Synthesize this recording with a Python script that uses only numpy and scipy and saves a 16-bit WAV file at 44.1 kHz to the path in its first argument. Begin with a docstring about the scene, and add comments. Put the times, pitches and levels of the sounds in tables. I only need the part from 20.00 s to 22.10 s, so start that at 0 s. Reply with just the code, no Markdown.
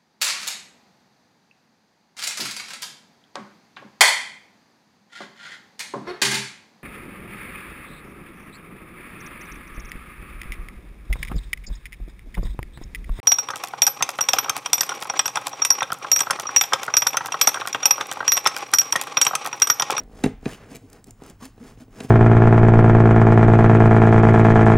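"""In a small, quiet room, fingers tap and scratch a cardboard box lid close to a microphone.
Fingertips thump the hollow box, and nails crack on its stiff board. Between the taps come short
strokes, grainy because paper fibres catch and let go. Dragging fingertips stick and slip, so they
judder and groan. A nail edge rasps now and then, and there are tiny sharp ticks.
Behind it all lie a short echo, a soft room noise, a deep rumble and a faint electrical whine."""
import sys
import numpy as np
from scipy import signal
from scipy.fft import rfft, irfft
from scipy.io import wavfile

SR = 44100
rng = np.random.default_rng(int(sys.argv[2]) if len(sys.argv) > 2 else 0)


def transcribe(u):
    """Save the signal u as a 16-bit wav file named by the first command-line argument.

    u: samples, shape (n,) or (channels, n), limited to [-1, 1]; the rate is SR.
    q: integer samples, one column per channel.
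    """
    v = np.clip(np.atleast_2d(u).T, -1, 1)
    q = np.round(v * 32767).astype(np.int16)
    wavfile.write(sys.argv[1], SR, q)


N = 92610
TIME = np.arange(N) / SR

# Levels set the balance between sounds; a "t60" is the time a sound takes to fade by 60 dB.
# finger taps: t/s, thump level/dB, contact time/ms, nail level/dB
FINGER_TAPS = [(.002, -32, 0.58, -34.5), (0.2385, -13, 0.59, -9), (0.241, -2, 2.16, -8.5),
               (0.261, -5.5, 1.52, -18), (0.429, -32.5, 0.76, -45), (0.4567, -23.5, 1.06, -17),
               (0.462, -9, 1.64, -24.5), (0.755, -37, 3.6, -35), (1.2204, -30, 0.47, -41.5),
               (1.422, -30, 2.7, -42), (1.579, -36.5, 0.83, -47), (1.774, -37, 1.5, -46),
               (1.8065, -43, 0.35, -49), (1.881, -41.5, 0.68, -55), (2.0039, -33.5, 0.65, -21),
               (2.0078, -22.5, 1.57, -44), (2.028, -30.5, 1.65, -47), (2.0465, -19, 2.45, -36)]
# tones the hollow box rings with: f/Hz, level/dB, t60/s
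BOX_TONES = [(98, -36, 0.22), (163.6, -10, 0.039), (218, -16.5, 0.057), (265.7, -4, 0.042),
             (318.7, -18.5, 0.09), (408, -10.5, 0.092), (463.3, -10.5, 0.047), (636, -17.5, 0.074),
             (705, -18.5, 0.045), (768, -18.5, 0.076), (913, -34, 0.048), (1126, -33, 0.046)]
# tones the stiff board rings with under a nail: f/Hz, level/dB, t60/s
BOARD_TONES = [(669, -19, 0.053), (1582, -35.5, 0.15), (1707, -26.5, 0.07), (1963, -38, 0.093),
               (2470, -18, 0.035), (2690, -17.5, 0.039), (3870, -12, 0.0096), (6300, -16, 0.0064)]
# tone colour of a nail's crack: f/Hz, level/dB
CRACK_COLOUR = [(200, -32), (760, 9), (1250, 1), (2200, 2), (4400, -6.5), (6400, -5.5), (11000, -4.5),
                (16000, -10)]
# strokes across the lid: strongest at t/s, rise/s, fall/s, box level/dB, skin level/dB, nail level/dB
LID_STROKES = [(0.01, 0.08, 0.05, -48.5, -52, -87), (0.206, 0.14, 0.12, -46.5, -53.5, -58),
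               (0.496, 0.073, .1, -43.5, -42, -47.5), (.535, 0.019, .03, -66, -64, -50.5),
               (.625, 0.076, 0.11, -50.5, -49, -64), (0.718, 0.044, 0.09, -43, -53.5, -53),
               (.758, 0.056, 0.039, -47.5, -53, -60), (.83, 0.044, 0.18, -54.5, -83, -68.5),
               (0.959, 0.11, 0.073, -48.5, -55.5, -63), (1.087, 0.034, 0.043, -47, -60, -60),
               (1.255, 0.088, 0.11, -51.5, -53, -59.5), (1.302, 0.062, 0.021, -45.5, -59, -54),
               (1.434, 0.04, 0.064, -49, -47, -47.5), (1.679, 0.13, 0.094, -48, -52.5, -56),
               (1.817, 0.05, 0.039, -49, -56, -57.5), (1.987, 0.087, 0.17, -44.5, -50.5, -55),
               (2.047, 0.036, 0.033, -43.5, -50, -48.5), (2.097, 0.013, 0.052, -44.5, -53, -49.5)]
# tone colour of rubbing skin: f/Hz, level/dB
SKIN_COLOUR = [(150, -15), (450, 3), (800, -1.5), (1150, -1.5), (1800, -4), (2450, -9.5), (3300, -16),
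               (6000, -23), (15000, -51)]
# tone colour of a scratching nail: f/Hz, level/dB
NAIL_COLOUR = [(800, -17), (2400, 4), (4300, -1), (5300, 5), (5800, -3.5), (6400, 5), (7800, -1),
               (10000, -0.5), (12000, -7.5), (16000, -6)]
# jerky fingertip drags: start t/s, end t/s, first rate/Hz, last rate/Hz, level/dB, contact time/ms
FINGER_DRAGS = [(.0, .25, 50.3, 50.66, -39.5, 0.95), (.805, 0.866, 229, 288, -44.5, 2.5),
                (1.413, 1.476, 233, 296.4, -35, 3.5), (1.6, 1.638, 192.5, 332, -33, 2.54),
                (1.804, 1.84, 217, 288, -40.5, 2.4)]
# catches of a nail edge: t/s, half length/s, level/dB, f/Hz
NAIL_CATCHES = [(0.53, 0.021, -46.5, 2710), (0.753, .014, -49, 2260), (1.232, 0.031, -54.5, 1160),
                (1.431, 0.021, -50, 1080), (2.0075, 0.0028, -38.5, 3150), (2.095, 0.0086, -55, 2450)]
# tiny sharp ticks: t/s, level/dB, ring level on top of that/dB
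TINY_TICKS = [(0.035, -34.5, -25), (0.2363, -19, -22), (.257, -18.5, -18), (0.751, -23.5, -3),
              (0.757, -20, -18), (0.766, -24, -4), (.9003, -31, -21), (0.9306, -24.5, -24),
              (1.0424, -28, 1), (1.07, -33, -10), (1.1083, -28, 0.5), (1.237, -29.5, -14),
              (1.2635, -29, -11), (1.299, -27, -9), (1.305, -33, -13), (1.4544, -18.5, -25)]
# tone colour of a tick: f/Hz, level/dB
TICK_COLOUR = [(800, -19), (2500, -7.5), (5500, -5.5), (7500, -3.5), (12000, -7), (16000, -10)]
# how long the room echoes: f/Hz, t60/s
ECHO_TIMES = [(100, 0.36), (300, 0.17), (1000, 0.41), (3000, 0.42), (8000, 0.25), (16000, 0.13)]
# tone colour of the steady room noise: f/Hz, level/dB
ROOM_NOISE_COLOUR = [(15, -8), (45, -6.5), (70, -16), (103, 9), (140, -5.5), (250, -5), (500, -22),
                     (1000, -23.5), (3000, -37), (8000, -41)]
# deep rumble that swells where the box is jolted: t/s, level/dB
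RUMBLE_CURVE = [(0, -48), (.235, -49), (.27, -38), (.34, -46), (.445, -47), (.49, -36), (.56, -56.5),
                (2.1, -54)]
# faint electrical whine: f/Hz, level/dB
WHINE_TONES = [(15627, -81), (15679, -80)]


def taps():
    """Each tap pushes the box, bends the lid and sets off a short papery crack."""
    force, cracks, t = np.zeros(N), np.zeros(N), TIME[:SR // 5]
    attack = np.minimum(t / 0.0012, 1)
    shape = attack * (fade(0.015, t) + amp(-16.5) * fade(0.14, t))  # quick burst, then a weak tail
    for start, thump_db, contact_ms, nail_db in FINGER_TAPS:
        add(force, start, amp(thump_db) * press(contact_ms))
        burst = shape * rng.standard_normal(len(t))
        add(cracks, start, amp(nail_db) * soften(burst, contact_ms))
    return hollow_box(force) + lid_thud(force) + amp(-7.5) * colour(cracks, CRACK_COLOUR)


def press(contact_ms):
    """A fingertip gives one smooth push; a longer contact sounds duller."""
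    t_ms = np.arange(SR // 100) / SR * 1000
    pulse = np.sin(np.pi * np.minimum(t_ms / contact_ms, 1)) ** 2
    return pulse / pulse.sum()


def soften(blow, contact_ms):
    """A longer contact takes more treble off a blow."""
    cutoff_hz = min(5620 / contact_ms, SR / 3)
    return signal.lfilter(*signal.butter(3, cutoff_hz, fs=SR), blow)


def hollow_box(force, bass_cut_hz=133.3):
    """The hollow box rings when pushed, but gives off little deep bass."""
    bass_cut = signal.butter(4, bass_cut_hz, "high", fs=SR, output="sos")
    ring = signal.sosfilt(bass_cut, ringing(BOX_TONES))
    return signal.fftconvolve(force, ring)[:N]


def lid_thud(force, start_hz=187, pitch_fall_s=0.085, peak_s=0.0083):
    """The lid gives way under a blow: a soft thud that falls in pitch."""
    t = TIME[:SR // 5]
    cycles = np.cumsum(start_hz * np.exp(-t / pitch_fall_s)) / SR
    swell = t / peak_s * np.exp(1 - t / peak_s)
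    thud = swell * np.sin(2 * np.pi * cycles)
    return amp(-22.5) * signal.fftconvolve(force, thud)[:N]


def stiff_board():
    """The nail makes the stiff board ring at each tap."""
    out, ring = np.zeros(N), ringing(BOARD_TONES)
    for start, _, contact_ms, nail_db in FINGER_TAPS:
        add(out, start, amp(nail_db) * soften(ring, contact_ms))
    return out


def strokes(drop_db=19.5, roundness=1.6, pad_hz=880):
    """Each stroke swells and fades; it shakes the box, rubs with skin and scratches with the nail."""
    power = np.zeros((3, N))
    for peak, rise, fall, *levels_db in LID_STROKES:
        away = np.maximum((peak - TIME) / rise, (TIME - peak) / fall)  # 0 at the strongest moment
        swell = amp(-drop_db * np.clip(away, 0, 4) ** roundness)
        power += np.outer(amp(levels_db), swell) ** 2
    box_gain, skin_gain, nail_gain = np.sqrt(power)
    # the soft finger pad passes mostly low tones into the box
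    drag = signal.lfilter(*signal.butter(1, pad_hz, fs=SR), friction())
    drone = box_gain * unit(hollow_box(drag))
    rub = colour(skin_gain * friction(), SKIN_COLOUR)
    scratch = colour(nail_gain * friction(), NAIL_COLOUR)
    return drone + rub + scratch


def friction(grains_per_s=1100, grain_share=0.56, spread_db=2, flutter_db=2, flutter_hz=92):
    """Paper fibres catch and let go: tiny clicks over a fine hiss, fluttering with the uneven grip."""
    sizes = amp(spread_db * np.minimum(rng.exponential(1, N), 4))
    grains = sizes * rng.choice([-1, 1], N) * (rng.random(N) < grains_per_s / SR)
    wobble = signal.lfilter(*signal.butter(2, flutter_hz, fs=SR), rng.standard_normal(N))
    grip = amp(flutter_db * unit(wobble))
    hiss = rng.standard_normal(N)
    return unit(grip * (np.sqrt(grain_share) * unit(grains) + np.sqrt(1 - grain_share) * hiss))


def stick_and_slip(jitter=0.0648, spread_db=0.2):
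    """A dragging fingertip sticks and slips: slow jerks judder, quick ones groan."""
    force = np.zeros(N)
    for start, end, first_hz, last_hz, db, contact_ms in FINGER_DRAGS:
        now = start
        for late, size in rng.standard_normal((40, 2)):
            if now < end:
                progress = (now - start) / (end - start)
                swell = np.sqrt(np.sin(np.pi * progress))
                add(force, now, swell * amp(db + spread_db * size) * press(contact_ms))
                rate_hz = first_hz + (last_hz - first_hz) * progress
                now += np.exp(jitter * late) / rate_hz
    return hollow_box(force)


def nail_scrapes(sharpness=2.9):
    """A nail edge catches for a moment; the board rasps at a pitch that depends on the spot."""
    out = np.zeros(N)
    for middle, half_length, db, hz in NAIL_CATCHES:
        spot = signal.iirpeak(hz, sharpness, fs=SR)
        rasp = unit(signal.lfilter(*spot, signal.lfilter(*spot, friction())))
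        swell = np.exp(-((TIME - middle) / half_length) ** 2)
        out += amp(db) * swell * rasp
    return out


def ticks(ring_hz=7150, ring_width_hz=1000):
    """Tiny dry snaps of noise, some with a short, rough, high ring."""
    out, t = np.zeros(N), TIME[:SR // 40]
    narrow = signal.iirpeak(ring_hz, ring_hz / ring_width_hz, fs=SR)
    for start, db, ring_db in TINY_TICKS:
        snap = 0.17 * rng.standard_normal(len(t)) * fade(0.014, t)
        ring = unit(signal.lfilter(*narrow, rng.standard_normal(len(t)))) * fade(0.0094, t)
        add(out, start, amp(db) * (snap + 0.19 * amp(ring_db) * ring))
    return colour(out, TICK_COLOUR)


def room_echo(sound, level_db=-16.5, build_up_s=0.014):
    """The furnished room adds a short, weak echo; each pitch fades at its own speed."""
    noise = rng.standard_normal(SR // 2) * np.minimum(TIME[:SR // 2] / build_up_s, 1)
    hz, t, bands = signal.stft(noise, SR, nperseg=256)
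    bands = bands * fade(look_up(ECHO_TIMES, hz)[:, None], t)
    tail = signal.istft(bands, SR, nperseg=256)[1]
    return amp(level_db) * signal.fftconvolve(sound, tail / np.linalg.norm(tail))[:N]


def background(noise_db=-54, rumble_band_hz=(24, 60)):
    """Steady room noise, a deep rumble that swells after the loudest taps, and an electrical whine."""
    room_noise = amp(noise_db) * colour(rng.standard_normal(N), ROOM_NOISE_COLOUR)
    deep_band = signal.butter(2, rumble_band_hz, "band", fs=SR, output="sos")
    deep_noise = unit(signal.sosfilt(deep_band, rng.standard_normal(N)))
    rumble = amp(np.interp(TIME, *np.transpose(RUMBLE_CURVE))) * deep_noise
    whine = sum(amp(db) * np.sqrt(2) * np.sin(2 * np.pi * (hz * TIME + rng.random()))
                for hz, db in WHINE_TONES)
    return room_noise + rumble + whine


def amp(db):
    """Turns decibels into a number to multiply by."""
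    return 10 ** (np.asarray(db) / 20)


def unit(sound):
    """Scales a sound to an average strength (rms) of one."""
    return sound / np.sqrt(np.mean(sound ** 2) + 1e-20)


def fade(t60, t):
    """Dies away by 60 dB every t60 seconds."""
    return np.exp(-np.log(1000) * t / t60)


def ringing(tones):
    """Pure tones that die away after one sharp blow."""
    t = TIME[:SR // 3]
    return sum(amp(db) * fade(t60, t) * np.sin(2 * np.pi * hz * t) for hz, db, t60 in tones)


def add(mix, start, sound):
    """Mixes a sound in at a start time in seconds."""
    part = mix[max(round(start * SR), 0):][:len(sound)]
    part += sound[:len(part)]


def look_up(table, hz):
    """Reads between the rows of a table, on a scale of pitch (log frequency)."""
    row_hz, values = np.transpose(table)
    return np.interp(np.log(hz + 1), np.log(row_hz + 1), values)


def colour(sound, table, size=8192):
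    """Gives a sound the table's tone colour; white noise keeps its overall strength."""
    hz = abs(np.fft.fftfreq(size, 1 / SR))
    log_gain = np.log(amp(look_up(table, hz)))
    spectrum = np.exp(np.conj(signal.hilbert(log_gain)))  # so nothing rings before the sound starts
    response = np.fft.ifft(spectrum).real[:size // 2]
    return signal.fftconvolve(sound, response / np.linalg.norm(response))[:N]


def scene(right_lag_s=18.5e-6):
    """All sounds reach one microphone; the right channel lags by a hair."""
    hand = taps() + stick_and_slip() + strokes() + nail_scrapes() + ticks()
    mono = hand + stiff_board() + room_echo(hand) + background()  # the board is close and has no echo
    lag = np.exp(-2j * np.pi * np.fft.rfftfreq(N, 1 / SR) * right_lag_s)
    return np.array([mono, irfft(rfft(mono) * lag, N)])


def record(dry, top_hz=15950):
    """The recorder cuts off the very highest treble."""
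    treble_cut = signal.firwin(511, top_hz, window=("kaiser", 9), fs=SR)
    return signal.oaconvolve(dry, treble_cut[None], "same")


dry = scene()
out = record(dry)
transcribe(out)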